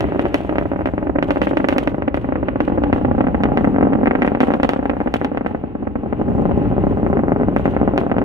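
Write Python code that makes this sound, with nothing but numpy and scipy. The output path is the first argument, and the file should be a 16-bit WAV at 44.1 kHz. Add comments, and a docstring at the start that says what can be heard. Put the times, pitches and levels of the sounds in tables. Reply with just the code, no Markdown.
"""A ragged crackle over a dull throbbing roar and faint hiss: a rocket climbing far overhead.
Its exhaust noise has steepened into shock fronts; each comes again off the ground and is scattered around.
Fronts are pressure jumps shaped by air loss and echo paths; roar and hiss are filtered, flickering noise.
Two microphone ports hear it a little apart, and the strongest fronts reach the recorder's ceiling."""
import sys
import numpy as np
from scipy import signal
from scipy.fft import rfft, irfft, next_fast_len
from scipy.io import wavfile
from scipy.ndimage import uniform_filter1d, minimum_filter1d, map_coordinates

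SR = 44100
rng = np.random.default_rng(int(sys.argv[2]) if len(sys.argv) > 2 else 0)


def pcm_store(signal):
    """Save signal as 16-bit PCM."""
    levels = np.round(np.clip(np.atleast_2d(signal), -1, 1) * 32767)
    wavfile.write(sys.argv[1], SR, levels.astype(np.int16).T)


N = 363384

# Strong shock fronts. Each row: time in seconds, peak in dB ahead of the paths and FRONT_DB,
# air loss at 3 kHz in dB over LEAST_LOSS_DB.
STRONG_FRONTS = [(0.007, -7, 0.5), (0.029, -4, 33), (0.042, -4, 19.5), (0.0878, -10, 28), (0.122, -4.5, 14),
                 (0.1482, -6.5, 26), (0.1593, -1.5, 45), (0.1944, -1.5, 6.5), (0.2551, -3.5, 9.5),
                 (0.264, -6, 17), (0.344, 3.5, 0), (0.4062, -6.5, 24), (0.4489, -6.5, 31),
                 (0.494, -6, 10.5), (0.526, -3.5, 27), (0.557, -6, 9.5), (0.584, -2, 6.5),
                 (0.6129, -6.5, 19), (0.625, -7.5, 24.5), (0.656, -4.5, 30), (0.717, -4.5, 16.5),
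                 (0.735, -6, 24), (0.761, -7, 19.5), (0.7919, -7.5, 19.5), (0.809, -7, 16.5),
                 (0.818, -10, 16), (0.8579, -4, 7), (0.8731, -5.5, 10.5), (0.888, -10, 15.5),
                 (0.937, -6, 30.5), (0.98, -5, 12.5), (1.028, -6.5, 27), (1.0705, -4.5, 23),
                 (1.096, -3, 31.5), (1.1549, -8, 31.5), (1.1588, -2.5, 27.5), (1.1863, -2.5, 13.5),
                 (1.2266, -2, 5.5), (1.2871, -4, 31), (1.297, -8, 20.5), (1.3069, -0.5, 4),
                 (1.3597, -5.5, 10.5), (1.3704, -4.5, 13.5), (1.4175, -0.5, 4), (1.434, -11, 13),
                 (1.4709, -4, 8.5), (1.5118, -3, 23), (1.5332, -5, 20.5), (1.5712, -1.5, 5),
                 (1.6016, -5, 15), (1.644, -2, 10.5), (1.687, 1.5, 0.5), (1.7056, -13.5, 6),
                 (1.726, -5, 6.5), (1.763, -4, 21.5), (1.783, -4.5, -1), (1.83, -6, 36.5), (1.875, -3, 5),
                 (1.918, -11, 33), (1.9452, -7, 15), (1.9829, -6.5, 31.5), (2.0226, -6, 10),
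                 (2.079, -5.5, 10), (2.144, -5, 6), (2.174, -6.5, 12), (2.2447, -6, 25), (2.2889, -6.5, 25),
                 (2.3235, -3.5, 19.5), (2.3568, -4, 16.5), (2.4296, -3, 31.5), (2.485, -4.5, 9.5),
                 (2.558, -4, 19.5), (2.6047, -1, 7.5), (2.6785, -3.5, 18), (2.7, -6, 25),
                 (2.721, -7.5, 18.5), (2.754, -4.5, 55.5), (2.7764, -6, 22), (2.7823, -1.5, 25.5),
                 (2.82, -4.5, 35), (2.8376, -3.5, 7.5), (2.9, -5.5, 28), (2.9288, 3.5, 8),
                 (2.962, -6.5, 12.5), (2.9807, -4.5, 27.5), (3.014, -4.5, 34), (3.049, -1, 18.5),
                 (3.0842, -4.5, 32), (3.1135, -1, 21.5), (3.15, -4.5, 30.5), (3.1813, -4, 26.5),
                 (3.189, -6, 29), (3.2076, 3.5, 13), (3.242, -7, 17), (3.269, -3.5, 15), (3.285, -4.5, 20),
                 (3.346, -2, 18), (3.405, -4.5, 32.5), (3.436, -3, 3.5), (3.4555, -2, 14.5),
                 (3.4879, -3.5, 30), (3.5197, -1, 36), (3.574, 2, 6), (3.5862, -5, 22.5), (3.61, -2, 34),
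                 (3.6384, -12, 29), (3.6451, 0, 16.5), (3.674, 0.5, 35), (3.745, -4.5, 29),
                 (3.7626, -3.5, 16.5), (3.785, 1, 24), (3.81, -1, 19), (3.828, 4, 22.5),
                 (3.852, -3.5, 29.5), (3.8707, 2.5, 39.5), (3.9045, -10, 31.5), (3.923, -6, 30),
                 (3.9333, -3.5, 11), (3.9529, -3, 24), (3.9894, -4, 39.5), (4.0133, -0.5, 43),
                 (4.033, 0.5, 37), (4.0586, -5.5, 9), (4.072, 4, 11.5), (4.111, -1, 12), (4.134, -4.5, 39),
                 (4.153, 0, 11.5), (4.1902, -3.5, 42), (4.221, 2.5, 6), (4.248, -3, 11),
                 (4.267, -7.5, 25.5), (4.277, -1, 8), (4.319, -0.5, 35), (4.35, -3.5, 10),
                 (4.3725, -7, 29.5), (4.405, 2, 3), (4.413, -2, 11), (4.4324, 2.5, 13.5), (4.471, -8.5, 20),
                 (4.484, -1.5, 26.5), (4.505, -0.5, 17), (4.5188, -7, 11), (4.538, -3.5, 5.5),
                 (4.551, -3, 28.5), (4.5684, -7, 35.5), (4.6, -3, 14), (4.6324, -2, 2.5), (4.6471, -2, 8.5),
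                 (4.692, -0.5, 1), (4.735, -4, 5.5), (4.762, -5, 21), (4.792, -5, 26), (4.8282, -7.5, 19),
                 (4.8561, -3.5, 12), (4.8968, -4.5, 8.5), (4.914, -6.5, 27.5), (4.935, -7.5, 26.5),
                 (4.968, -7, 20), (5.004, -4.5, 15.5), (5.014, -5, 18), (5.0612, -4.5, 40), (5.074, -5, 16),
                 (5.1407, -3.5, 0.5), (5.159, -5.5, 16), (5.2148, -5, 17), (5.247, -6, 2.5),
                 (5.317, -6, 34.5), (5.348, -6, 32), (5.374, -5.5, 8), (5.4104, -6, 27), (5.448, -12, 21.5),
                 (5.463, -4, 11), (5.511, -11, 29), (5.548, -4, 26), (5.639, -5, 42), (5.753, -8.5, 32.5),
                 (5.826, -6.5, 49), (5.871, -8.5, 27.5), (5.9563, -5, 23.5), (6.035, -5.5, 48),
                 (6.061, -5.5, 38.5), (6.127, -4.5, 16), (6.198, -7, 34), (6.2148, -5, 18.5),
                 (6.283, -5, 31.5), (6.301, -7, 44.5), (6.318, -5.5, 39), (6.3508, -5.5, 33),
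                 (6.382, -6.5, 30), (6.396, -2.5, 42.5), (6.4222, -4.5, 39.5), (6.455, -0.5, 20.5),
                 (6.4888, -10.5, 29), (6.495, -4.5, 28.5), (6.5128, -3, 16.5), (6.576, 1, 56),
                 (6.618, -4.5, 38), (6.659, -9.5, 33.5), (6.7139, -3.5, 34.5), (6.7252, -3.5, 38.5),
                 (6.7661, -6, 35.5), (6.7813, 2, 33), (6.839, 1.5, 41), (6.869, 1, 34.5), (6.926, -2.5, 49),
                 (6.9726, -2, 35), (7.0309, -2.5, 36), (7.0477, -10, 30), (7.0652, -1, 21),
                 (7.1008, -2, 38.5), (7.13, -1, 24), (7.171, -2.5, 21.5), (7.193, -0.5, 25.5),
                 (7.2362, -0.5, 34), (7.283, -1, 27), (7.2944, -3.5, 34), (7.308, -9, 33), (7.32, 2, 19.5),
                 (7.362, -2, 28.5), (7.4001, -4, 33.5), (7.4123, -2.5, 30), (7.42, -5, 40),
                 (7.434, -2.5, 24), (7.485, 1.5, 37), (7.564, 1.5, 13), (7.5965, -4, 31.5),
                 (7.6564, 2.5, 15.5), (7.679, -1, 29), (7.7376, -6, 31), (7.7493, -8.5, 31.5),
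                 (7.7659, 0.5, 22), (7.801, -4.5, 33), (7.815, 1, 28.5), (7.831, 1.5, 42),
                 (7.8532, -8.5, 36), (7.8774, 4.5, 26), (7.891, -3, 36.5), (7.937, -0.5, 39.5),
                 (7.961, -3.5, 27), (7.9785, 0, 3), (8.014, -6.5, 17), (8.0354, -4, 37),
                 (8.066, -3.5, 21.5), (8.0979, -9, 17.5), (8.116, -1, 11.5), (8.143, -7, 21.5),
                 (8.1666, -2, 18.5), (8.184, -2, 10), (8.217, -3.5, 14.5)]
# Paths shift as the rocket climbs and the recorder turns. Each row: time in seconds, ground echo delay
# in ms left, right, its level in dB left, right, strength of the trough behind a front 0-1, left over right in dB.
GROUND_PATHS = [(0, 3.25, 3.07, -13, -3.5, 0.6, -2.5), (1.2, 3.54, 3.276, -6.5, -1, 0.2, -2),
                (2.5, 3.7, 3.464, -4, -0.5, .7, -2), (3.302, 4.2, 3.777, -8.5, -2.5, 0.9, -1),
                (4.202, 4.1, 3.716, -10.5, -2.5, 0.6, 0), (5.201, 4.09, 3.73, -6.5, 1, 0.4, -0.5),
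                (6.3, 4.7, 3.85, -3, -1, .75, -2.3), (7.2, 4.7, 3.92, -9.5, -8, 0.7, -1.1),
                (8.24, 4.43, 3.97, -11, -6.5, 0.3, -2)]
# Weaker echoes of nearby things. Each row: delay in ms, level in dB left, right at the start,
# left, right halfway, left, right at the end.
NEAR_ECHOES = [(1.3, -15.5, -13, -22.5, -8, -15, -10), (5.2, -33.5, -11.5, -29.5, -7, -24, -10.5),
               (7.2, -17.5, -19, -16, -13, -11, -11.5), (10.3, -11, -16.5, -17, -15.5, -12.5, -17),
               (13.5, -19.5, -19.5, -19.5, -24, -16.5, -21.5)]
# Roar bands that come and go, and the bite of the fronts. Each row: time in seconds, heavy band in dB,
# firm band in dB, bite near BITE_HZ in dB.
BAND_LEVELS = [(0, -45, -43, -1), (1.2, -42.5, -40.5, 2), (2.3, -39, -58, 2), (2.8, -32.5, -39.5, -4),
               (3.5, -27.5, -33.5, 3.5), (3.9, -22.5, -42, 2), (4.2, -28, -44.5, 8), (4.45, -36.5, -45, -1),
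               (4.9, -41, -37, 0.5), (5.8, -38.5, -47.5, 3.5), (6.4, -28, -36, -7), (7.2, -32.5, -46, 3),
               (8.24, -35, -45.5, -1)]
# Scattered tail. Each row: frequency in Hz, t60 in seconds, strength in dB.
SCATTER_TAIL = [(100, 0.24, -3.5), (513, 0.75, 2), (2000, 0.14, 2), (8000, 0.072, 0.5)]
# Roar levels. Each row: time in seconds, roar in dB, deep rumble in dB, upper roar in dB.
ROAR_LEVELS = [(0, -25.5, -19, -38.5), (0.18, -28, -26.5, -44.5), (0.4, -30.5, -26.5, -45.5),
               (0.8, -37.5, -26, -50.5), (1.2, -29.5, -24.5, -53.5), (1.8, -30.5, -26.5, -56),
               (2.55, -31.5, -25, -48.5), (3.1, -31, -20.5, -47.5), (3.9, -25, -24.5, -49),
               (4.45, -33, -28, -47.5), (4.75, -32.5, -28.5, -50), (5.3, -34, -28.5, -48.5),
               (5.85, -36.5, -31, -55.5), (6.3, -27.5, -20.5, -49.5), (6.75, -26.5, -18, -46),
               (7.3, -27, -22, -53.5), (7.75, -28, -21.5, -45.5), (8.24, -28, -25, -52)]
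# Noise spectra, relative. Each row: frequency in Hz, density in dB per Hz.
BODY_SPECTRUM = [(60, -43), (100, -14.5), (160, -24.5), (210, -14.5), (280, -1), (340, -5), (400, -4),
                 (550, -15.5), (860, -23.5), (960, -19), (1600, -33.5), (2500, -57.5), (5000, -120)]
FIZZ_SPECTRUM = [(700, -33.5), (1200, -3), (2000, -8.5), (2900, -14), (3400, -22), (3800, -24.5),
                 (4500, -30), (6000, -58.5), (9000, -120)]  # upper roar
DEEP_SPECTRUM = [(11, -41.5), (18, -16.5), (59, -1), (113, -9), (174, -12), (200, -9.5), (260, -21.5),
                 (440, -120)]
HEAVY_SPECTRUM = [(120, -40.5), (175, 0), (230, 0), (310, -0.5), (360, -26), (600, -120)]
FIRM_SPECTRUM = [(400, -120), (640, -27.5), (720, -6), (850, 5), (910, -22), (1300, -120)]
HISS_SPECTRUM = [(2500, -37), (4000, 5.5), (6000, 4), (9000, 0.5), (13000, 1.5), (15600, 4.5), (16000, -25)]
SPRAY_SPECTRUM = [(800, -30), (1500, -5.5), (3000, -3), (5000, -18), (8000, -23.5), (12000, -26),
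                  (15500, -28), (16000, -45.5)]  # tearing hiss
# Hiss level. Each row: time in seconds, level in dB.
HISS_LEVELS = [(0, -64.5), (0.6, -67.5), (1.2, -74), (1.6, -73.5), (2.25, -76), (2.75, -71.5), (4.45, -68),
               (5.1, -70.5), (5.7, -78.5), (6.05, -76), (6.35, -67.5), (7.5, -69), (7.7, -67.5),
               (8.24, -73)]
# Tearing hiss behind the sharpest fronts. Each row: start in seconds, level in dB, hold in seconds.
TEAR_BURSTS = [(0.007, -51.5, .03), (0.194, -51.5, 0.022), (0.256, -54, .03), (0.344, -41, 0.039),
               (0.585, -53.5, 0.027), (0.856, -50, 0.017), (1.226, -50, .02), (1.307, -44, 0.051),
               (1.418, -45.5, 0.016), (1.472, -50.5, 0.023), (1.572, -46, 0.016), (1.685, -41, .02),
               (1.783, -47.5, 0.015), (1.875, -54, 0.012), (2.144, -44.5, 0.0078), (2.605, -47.5, 0.022),
               (2.929, -48.5, 0.02), (3.574, -51, 0.018), (4.22, -47, 0.013), (4.405, -41, 0.037),
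               (4.539, -58, 0.015), (4.632, -44.5, 0.011), (4.693, -47.5, 0.037), (5.141, -45, 0.024),
               (5.462, -55, 0.025), (7.563, -50, 0.035), (7.656, -55, .06), (7.977, -50.5, 0.032)]
# Tiny dry treble ticks. Each row: time in seconds, impulse level in dB ahead of the filter.
TICK_TIMES = [(3.4376, -29.5), (3.649, -20.5), (5.247, -25.5), (6.419, -27), (6.4973, -38), (6.5778, -26),
              (7.4874, -32), (7.564, -19.5)]
# Colour of the ports. Each row: frequency in Hz, left in dB, right in dB.
PORT_COLOUR = [(100, -0.5, 4), (316, 3.5, 2), (830, 0.5, 0.5), (840, 1, -4), (1680, -0.5, 0), (1990, 3, 4),
               (2290, 3.5, -5.5), (2340, 3.5, 1), (2660, 2.5, 6), (4560, -1.5, -5), (6040, -2.5, -1.5),
               (9000, -4, -0.5), (16000, -5, -6.5)]

LAG_MS = 0.17  # the left port hears the sky later
LEAST_LOSS_DB = 4
FRONT_DB = 2  # brings the front's shape up to its peak
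SAG_MS = 0.45
BITE_HZ, BITE_WIDE_HZ = 2120, 434
GROUND_HZ = 2770  # echoes lose treble above this
REPEAT_DB, REPEAT_HZ = -9, 800  # repeated ground bounces: level a bounce, treble edge
SHADE_DB_PER_LOSS_DB, SHADE_HZ = 0.5, 2260  # rounded fronts: extra treble loss on the direct path
OPENS_DB_PER_LOSS_DB = 0.16  # rise of the ground echo's treble edge for rounded fronts
PATTER_DB, PATTER_SPREAD_DB = 8.5, 4  # weak fronts: least peak over the roar, spread above it
SCATTER_DB, SCATTER_HOLD_S = -16, 0.0096  # level, time before the tail starts to die
TEAR_T60_S = 0.36
TOP_HZ = 16600


def amp(db):
    """dB to gain."""
    return 10 ** (np.asarray(db) / 20)


def unit(x):
    """Scaled to rms 1."""
    return x / np.sqrt(np.mean(x ** 2) + 1e-20)


def along(points_hz, values, hz):
    """Values interpolated on a log frequency axis."""
    return np.interp(np.log(hz + 1), np.log(np.asarray(points_hz) + 1), values)


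def curves(rows):
    """One value per sample for each column after the time."""
    at_s, *columns = np.transpose(rows)
    return [np.interp(np.arange(N) / SR, at_s, c) for c in columns]


def wobble(rate_hz):
    """A smooth random curve with rate_hz knots a second."""
    knots = rng.standard_normal(int(N * rate_hz / SR) + 4)
    return map_coordinates(knots, [np.arange(N) * rate_hz / SR])


def filtered(x, response):
    """x times a complex response of frequency."""
    size = next_fast_len(N + SR // 2)
    return irfft(rfft(x, size) * response(np.fft.rfftfreq(size, 1 / SR)), size)[..., :N]


def noise(spectrum, shared, flicker_db, lag_ms=LAG_MS):
    """Flickering stereo noise of rms 1; the shared part reaches the left port lag_ms later."""
    common, own = rng.standard_normal(N), rng.standard_normal((2, N))
    lag = lambda hz: np.exp(-2j * np.pi * np.outer([lag_ms / 1000, 0], hz))
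    pair = np.sqrt(shared) * filtered(common, lag) + np.sqrt(1 - shared) * own
    at_hz, db = np.transpose(spectrum)
    return unit(amp(flicker_db) * filtered(pair, lambda hz: amp(along(at_hz, db, hz))))


def crackle():
    """Strong fronts, with a random patter of weak, rounder ones that come in clumps."""
    strong = fronts(*np.transpose(STRONG_FRONTS))
    when, size, dull = rng.random((420, 3)).T
    when_s = when * N / SR
    roar_db = np.interp(when_s, *np.transpose(ROAR_LEVELS)[:2])
    clump_db = 3 * np.minimum(wobble(20)[(when_s * SR).astype(int)], 1)
    peak_db = roar_db + PATTER_DB + PATTER_SPREAD_DB * size + clump_db
    return strong + fronts(when_s, peak_db, 25 + 18 * dull)


def fronts(times_s, peak_db, loss_db):
    """Shock fronts at both ports: pressure sags, jumps up and decays, then the echoes follow."""
    size, ahead, count = 1536, 256, len(times_s)  # window and lead in samples
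    hz = np.fft.rfftfreq(size, 1 / SR)
    jw = 2j * np.pi * hz / 1000  # per ms
    vary = lambda *shape: rng.standard_normal((*shape, count))
    late = lambda ms: np.exp(-jw * np.asarray(ms)[..., None])
    swell = lambda ms, wide_ms: wide_ms * np.exp(-jw * ms + (jw * wide_ms) ** 2 / 2)
    at_s, *controls = np.transpose(GROUND_PATHS)
    left_ms, right_ms, left_db, right_db, trough, pan_db = [np.interp(times_s, at_s, c) for c in controls]

    # pressure shape: a rise, the sag, the jump and decay, a trough behind
    fall_ms = (np.array([[0.75], [0.45]]) * amp(1.1 * vary()))[..., None]
    jump = fall_ms / (1 + jw * fall_ms) - 0.99 * SAG_MS / (1 - jw * SAG_MS)
    rise = 0.026 * swell(-2.0, 0.94)
    dip = (trough * amp(0.38 * vary()))[:, None] * swell(0.67 * right_ms[:, None], 0.8)
    pulse = jump + rise - dip

    # air absorption rounds the front: loss grows with frequency, then levels off
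    air = amp(-(loss_db[:, None] + LEAST_LOSS_DB) * np.minimum(hz / 3000, 2.4) ** 1.242)
    bite_db = np.interp(times_s, *np.transpose(BAND_LEVELS)[[0, -1]]) + 2.1 * vary()
    bite_hz = BITE_HZ * amp(0.6 * vary())[:, None]
    bite = amp(bite_db[:, None] * np.exp(-((hz - bite_hz) / BITE_WIDE_HZ) ** 2 / 2))

    # direct path, then the repeating ground echo
    loss = np.clip(loss_db, 0, 24)[:, None]
    direct = amp(-SHADE_DB_PER_LOSS_DB * loss * np.clip((hz - SHADE_HZ) / 900, 0, 1))
    ground_ms = np.array([left_ms, right_ms]) + 0.12 * vary()
    ground_db = np.array([left_db, right_db]) + 3.2 * vary(2)
    edge_hz = GROUND_HZ * amp(OPENS_DB_PER_LOSS_DB * loss)
    again = amp(REPEAT_DB) * late(ground_ms[1]) / (1 + 1j * hz / REPEAT_HZ) ** 2
    ground = amp(ground_db)[..., None] * late(ground_ms) / (1 + 1j * hz / edge_hz) ** 2
    paths = direct + ground / (1 - again)

    dulled = 1 / (1 + 1j * hz / GROUND_HZ) ** 2
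    for ms, *db in NEAR_ECHOES:
        stir = vary(2)  # turbulence shifts every path anew
        sides_db = np.reshape(db, (-1, 2)).T
        near_db = [np.interp(times_s, [0, N / SR / 2, N / SR], side) for side in sides_db]
        near_ms = ms * (1 + 0.03 * stir[::-1])
        paths += amp(near_db + 2.5 * stir)[..., None] * dulled * late(near_ms)

    pan = amp([pan_db / 2, -pan_db / 2])[..., None]
    port = late([[LAG_MS], [0]]) * late(ahead / SR * 1000) * pan
    shapes = irfft(pulse * air * bite * paths * port, size) * SR / 1000
    shapes = shapes * amp(peak_db + FRONT_DB)[:, None]
    at = np.round(times_s * SR).astype(int)[:, None] + np.arange(size)
    return np.array([np.bincount(at.ravel(), s.ravel(), N + 2 * size)[ahead:][:N] for s in shapes])


def scattered(x):
    """The surroundings answer with a tail that dies faster in the treble and changes as the source moves."""
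    step, delay = SR // 4, 250  # samples
    at_hz, t60_s, db = np.transpose(SCATTER_TAIL)
    x, out = np.pad(x, ((0, 0), (step, 2 * step))), np.zeros((2, N + 2 * SR))
    for start in range(0, N + step, step):
        common, *own = rng.standard_normal((3, SR // 2))
        hz, t, grains = signal.stft(common + 0.5 * np.array(own), SR, nperseg=256)
        decay_s = along(at_hz, t60_s, hz)[:, None]
        colour_db = along(at_hz, db, hz)[:, None]
        grit_db = 3 * rng.standard_normal(len(t))  # separate scatterers make it ragged
        fall_db = 60 * np.maximum(t - SCATTER_HOLD_S, 0) / decay_s
        tail = signal.istft(grains * amp(grit_db + colour_db - fall_db), SR, nperseg=256)[1]
        piece = x[:, start:start + 2 * step] * np.hanning(2 * step)
        part = signal.fftconvolve(piece, tail / np.linalg.norm(tail[0]), axes=1)
        out[:, start + delay:][:, :part.shape[1]] += part
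    return out[:, step:][:, :N]


def roar():
    """Unsteepened exhaust noise: a throbbing body, two bands that swell, a fainter, brighter top, a deep rumble."""
    roar_db, deep_db, fizz_db = curves(ROAR_LEVELS)
    heavy_db, firm_db, _ = curves(BAND_LEVELS)
    throb = wobble(24)
    body_noise = noise(BODY_SPECTRUM, shared=1.0, flicker_db=3.0 * throb)
    body = amp(roar_db) * unit(off_ground(body_noise, share=0.23))
    fizz = amp(fizz_db) * noise(FIZZ_SPECTRUM, shared=0.079, flicker_db=1.3 * throb)
    deep = amp(deep_db) * noise(DEEP_SPECTRUM, shared=0.9, flicker_db=0.2 * throb)
    heavy = amp(heavy_db) * noise(HEAVY_SPECTRUM, shared=0.92, flicker_db=1.5 * throb)
    firm = amp(firm_db) * noise(FIRM_SPECTRUM, shared=1.0, flicker_db=3.9 * throb)
    return body + fizz + deep + heavy + firm


def off_ground(x, share):
    """x with its echo off the ground, whose delay drifts."""
    left_ms, right_ms, *_ = curves(GROUND_PATHS)
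    at = np.arange(N)
    echo = [np.interp(at - ms * SR / 1000, at, side) for ms, side in zip((left_ms, right_ms), x)]
    return x + share * np.array(echo)


def hiss():
    """Faint noise above the roar, with a diffuse spray that dies after the sharpest fronts."""
    t = np.arange(N) / SR
    flare = np.zeros(N)
    for start_s, db, hold_s in TEAR_BURSTS:
        fall_db = 60 * np.maximum(t - start_s - hold_s, 0) / TEAR_T60_S
        flare += (t >= start_s) * amp(db - fall_db)
    steady_flicker_db = 1.1 * wobble(14) + 1.8 * wobble(60)
    spray_flicker_db = 3.5 * wobble(300) + 3 * wobble(60)
    steady = noise(HISS_SPECTRUM, shared=0.19, flicker_db=steady_flicker_db, lag_ms=0)
    spray = noise(SPRAY_SPECTRUM, shared=0.25, flicker_db=spray_flicker_db, lag_ms=0)
    return amp(curves(HISS_LEVELS)[0]) * steady + flare * spray


def ticks():
    """Single sharp clicks without a body: impulses through a high-pass and a gentle low-pass."""
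    clicks = np.zeros(N)
    at_s, db = np.transpose(TICK_TIMES)
    clicks[np.round(at_s * SR).astype(int)] = amp(db)
    sharp = lambda hz: (1j * hz / (1800 + 1j * hz)) ** 2 / (1 + 1j * hz / 7000)
    return amp([[0.5], [-0.5]]) * filtered(clicks, sharp)


def scene():
    """Crackle, its scattered tail, roar, hiss and ticks."""
    shocks = crackle()
    return shocks + amp(SCATTER_DB) * scattered(shocks) + roar() + hiss() + ticks()


def record(dry):
    """Port colour and bass roll-off, a limiter that holds peaks near full scale, then the band limit."""
    bass_hz = np.array([[30], [95]])  # left, right
    at_hz, *sides_db = np.transpose(PORT_COLOUR)
    colour = lambda hz: amp([along(at_hz, db, hz) for db in sides_db])
    x = filtered(dry, lambda hz: colour(hz) * (1j * hz / (bass_hz + 1j * hz)) ** 2)
    needed = np.minimum(1, 0.97 / (np.abs(x).max(axis=0) + 1e-9))
    gain = uniform_filter1d(minimum_filter1d(needed, size=161), size=121)  # fast, same for both ports
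    x = np.clip(1.025 * x * gain, -1, 1)
    return filtered(x, lambda hz: hz < TOP_HZ)


dry = scene()
out = record(dry)
pcm_store(out)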